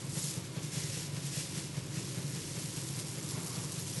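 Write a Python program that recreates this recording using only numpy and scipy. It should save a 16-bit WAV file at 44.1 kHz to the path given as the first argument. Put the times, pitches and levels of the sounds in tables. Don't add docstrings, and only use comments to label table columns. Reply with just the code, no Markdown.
import sys
import numpy as np
from scipy import signal
from scipy.io import wavfile

SR = 44100
rng = np.random.default_rng(int(sys.argv[2]) if len(sys.argv) > 2 else 0)


def dump_mix(stems):
    frames = np.atleast_2d(stems).T
    limited = np.clip(frames, -1, 1)
    pcm = np.round(limited * 32767).astype(np.int16)
    wavfile.write(sys.argv[1], SR, pcm)


N = 176400
T = np.arange(N) / SR

# centre in Hz, width in Hz, level in dB.
HALL_MODES = [(47.5, 6.5, -72), (106.2, 26, -52), (143.3, 18.6, -47.5), (177.3, 28.5, -53.5),
              (267, 33, -60), (322, 36, -55.5), (387.8, 14.7, -61), (477, 24.5, -66.5), (543, 16.4, -66),
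              (982, 40, -68), (1063, 29, -71.5), (2162, 40, -69.5)]
# start in seconds, relative strength in dB.
FIRINGS = [(-.035, 0), (.1653, 1.2), (.3662, -.6), (.5641, 2.6), (.7658, 1), (.9644, -.5), (1.1675, .8),
           (1.3668, 0), (1.5676, -.3), (1.7682, -.8), (1.9671, 1.6), (2.1683, 1.8), (2.3672, -1.4),
           (2.5697, 0), (2.7692, -.7), (2.9709, .7), (3.1706, -1.4), (3.3695, 0), (3.5709, 1.5),
           (3.7699, -1.3), (3.971, -.5)]
# delay in seconds, level against the direct thud in dB.
WALL_ECHOES = [(.0181, -14), (.0461, -11), (.0696, -5), (.0901, -8), (.1104, -8.5), (.1193, -6.5),
               (.1605, -8)]

# time in seconds, level in dB.
RUSH_FADER = [(0, -68), (2.9, -78), (3.32, -52.5), (3.39, -46.5), (3.45, -51.5), (3.54, -51.5),
              (3.6, -51.5), (3.68, -54), (4, -87)]
RAKE_FADER = [(0, -49), (.12, -59), (.17, -46), (.22, -60), (.33, -50.5), (.42, -53.5), (.46, -48.5),
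              (.51, -63), (.56, -49.5), (.605, -58), (.635, -44.5), (.705, -49.5), (.735, -41.5),
              (.81, -40), (.87, -43), (.97, -41), (1.03, -43), (1.11, -51.5), (1.17, -46.5), (1.215, -49),
              (1.27, -41.5), (1.305, -47), (1.335, -41), (1.40, -39), (1.50, -47.5), (1.58, -41.5),
              (1.72, -52), (1.77, -47.5), (1.83, -52), (1.91, -52), (1.96, -44.5), (2.3, -51), (2.36, -46),
              (2.6, -46.5), (3.0, -52.5), (4, -49.5)]
POUR_FADER = [(0, -57), (.04, -51.5), (.125, -47.5), (.165, -41), (.27, -36), (.32, -41.5), (.355, -44.5),
              (.41, -53.5), (.46, -64.5), (.52, -56), (1.9, -64), (2.1, -53.5), (2.3, -50), (2.45, -49.5),
              (2.85, -46.5), (3.0, -45), (3.2, -47.5), (3.36, -46.5), (3.55, -46.5), (3.68, -47),
              (4, -45.5)]
# centre in seconds, boost in dB.
SPILLS = [(2.77, 5), (3.0, 3), (3.14, 2), (3.31, 6), (3.48, 3), (3.57, 4), (3.64, 3), (3.73, 2.5),
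          (3.809, 3.5), (3.9, 3)]
# start in seconds, relative peak in dB.
HARD_LANDINGS = [(.1531, -30), (.3391, -25), (2.8155, -30), (3.0839, -28), (3.2161, -32), (3.2615, -29),
                 (3.2899, -28), (3.4805, -28), (3.6386, -31), (3.7214, -28)]

# frequency in Hz, relative spectral density in dB.
ROOM_TONE_EQ = [(25, -16), (60, -9), (100, -7.5), (180, -5), (250, -2), (420, -4.5), (700, -13),
                (1300, -14.5), (2500, -15), (5000, -16.5), (11000, -23.5)]
CLATTER_EQ = [(400, 0), (520, 9), (750, -11), (1000, -9), (1400, -3), (2200, -2.5), (3500, -3), (6000, -9)]
KNOCK_EQ = [(230, 9.5), (330, 9.5), (540, 5), (750, -9.5), (1000, 5.5), (1500, -31)]
RUSH_EQ = [(300, 3), (550, -8.5), (750, -14.5), (1000, -0.5), (1400, -15.5), (2500, -17)]
RUB_EQ = [(700, -16), (1200, -22), (1700, -6.5), (2800, -4), (4000, -4), (5300, 0.5), (7000, -1),
          (9000, -2.5), (11500, -5)]
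FALL_EQ = [(700, -11), (1500, -10), (2800, -5), (4000, 0), (5300, 3), (7000, 3.5), (8800, 3), (11200, 3)]


def from_db(db):
    return 10 ** (np.asarray(db) / 20)


def rms_one(x):
    return x / np.sqrt(np.mean(x ** 2) + 1e-20)


def fader(rows):
    return np.interp(T, *np.transpose(rows))


def swell(centre_s, width_s):
    return np.exp(-.5 * ((T - centre_s) / width_s) ** 2)


def white():
    return rng.standard_normal(N)


def band(x, low_hz, high_hz):
    sos = signal.butter(2, [low_hz, min(high_hz, .45 * SR)], "band", fs=SR, output="sos")
    return signal.sosfilt(sos, x + 1e-18)


def drift(rate_hz):
    pole = np.exp(-80 * np.pi * rate_hz / SR)
    noise = rng.standard_normal(N // 40 + 2002)
    slow = signal.lfilter([1], [1, -2 * pole, pole * pole], noise)[2000:]
    return np.interp(np.arange(N) / 40, np.arange(len(slow)), rms_one(slow))


def coloured(eq, excite=white):
    hz, db = np.transpose(eq)
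    edges_hz = 12500 / 2 ** (np.arange(28, -1, -1) / 3)
    out = 0
    for low, high in zip(edges_hz, edges_hz[1:]):
        if high > hz[0] and low < hz[-1]:
            band_db = np.interp(np.log(low * high) / 2, np.log(hz), db)
            out = out + from_db(band_db) * band(excite(), low, high)
    return rms_one(out)


def hall(room_tone_db=-50):
    hum = sum(from_db(db) * rms_one(band(white(), hz - width / 2, hz + width / 2))
              for hz, width, db in HALL_MODES)
    return hum + from_db(room_tone_db) * coloured(ROOM_TONE_EQ)


def engine_thuds(level_db=-42.6, band_hz=(110, 184), echo_spread_db=.8):
    pulses = np.zeros(N + 2 * SR)
    for start, strength_db in FIRINGS:
        for delay, db in [(0, .005)] + list(WALL_ECHOES):
            scatter_db = echo_spread_db * rng.standard_normal() * (delay > 0)
            pulses[int((1 + start + delay) * SR)] += from_db(strength_db + db + scatter_db)
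    puffs = band(band(pulses, *band_hz), *band_hz)
    return from_db(level_db) * rms_one(puffs[SR:SR + N])


def engine_clatter(gain_db=-51.5, lag_s=.0074):
    envelope = sum(from_db(db) * swell(start + lag_s, width_s=.021) for start, db in FIRINGS)
    return from_db(gain_db) * envelope * coloured(CLATTER_EQ)


def engine_knock(gain_db=-50.5, t60_s=.39):
    envelope = sum(from_db(db - 60 * np.clip((T - start) / t60_s, 0, 2)) * (T >= start)
                   for start, db in FIRINGS)
    return from_db(gain_db) * envelope * coloured(KNOCK_EQ)


def soft_rush():
    return from_db(fader(RUSH_FADER)) * coloured(RUSH_EQ)


def hard_landings(trim_db=-4, t60_s=.008, band_hz=(4500, 11000)):
    out = np.zeros(N)
    for start, db in HARD_LANDINGS:
        age = np.maximum(T - start, 0)
        envelope = (T >= start) * from_db(-60 * np.minimum(age / t60_s, 10))
        click = band(white() * envelope, *band_hz)
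        out += from_db(db + trim_db) * click / np.abs(click).max()
    return out


def husk_rings(flow_db, trim_db=-8, per_s=700, low_hz=4620, high_hz=11490, t60_s=.017, spread_db=3):
    age = np.arange(1024) / SR
    out = np.zeros(N + len(age))
    for onset in np.flatnonzero(rng.random(N) < per_s / SR):
        hz = low_hz * (high_hz / low_hz) ** rng.random()
        size_db = spread_db * min(rng.exponential(), 4)
        envelope = from_db(size_db - 60 * age / t60_s)
        out[onset:onset + len(age)] += envelope * np.sin(2 * np.pi * hz * age)
    return from_db(flow_db + trim_db) * rms_one(out[:N])


def husk_contacts(level_db, eq, base_per_s, spread_db, clump_db, clump_hz, variety_db, t60_s=.004):
    level = from_db(level_db)
    per_s = base_per_s * np.maximum(rms_one(level), .5)
    onsets = np.flatnonzero(rng.random(N) < per_s / SR)
    size_db = spread_db * np.minimum(rng.exponential(1, N), 4)
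    clumping_db = clump_db * drift(clump_hz)
    sizes = (from_db(size_db + clumping_db) / np.sqrt(per_s))[onsets]
    energy_decay = from_db(-120 / (t60_s * SR))

    def scratches():
        energy = np.zeros(N)
        energy[onsets] = (sizes * from_db(variety_db * white()[onsets])) ** 2
        return white() * np.sqrt(signal.lfilter([1], [1, -energy_decay], energy + 1e-18))
    return level * coloured(eq, scratches)


def raking():
    return husk_contacts(fader(RAKE_FADER), RUB_EQ, base_per_s=6700, spread_db=-.5,
                         clump_db=.5, clump_hz=30, variety_db=1.5)


def pouring(flow_db):
    return husk_contacts(flow_db, FALL_EQ, base_per_s=2000, spread_db=2.5,
                         clump_db=1.3, clump_hz=35, variety_db=3.2)


def scene():
    flow_db = fader(POUR_FADER) + sum(db * swell(centre, width_s=.012) for centre, db in SPILLS)
    background = engine_thuds() + engine_clatter() + engine_knock() + hall() + soft_rush()
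    pods = raking() + pouring(flow_db) + hard_landings() + husk_rings(flow_db)
    mono = background + pods
    return np.array([mono, mono])


def record(dry):
    cutoff_hz = 11600
    return signal.sosfilt(signal.ellip(12, .2, 80, cutoff_hz, fs=SR, output="sos"), dry)


dry = scene()
out = record(dry)
dump_mix(out)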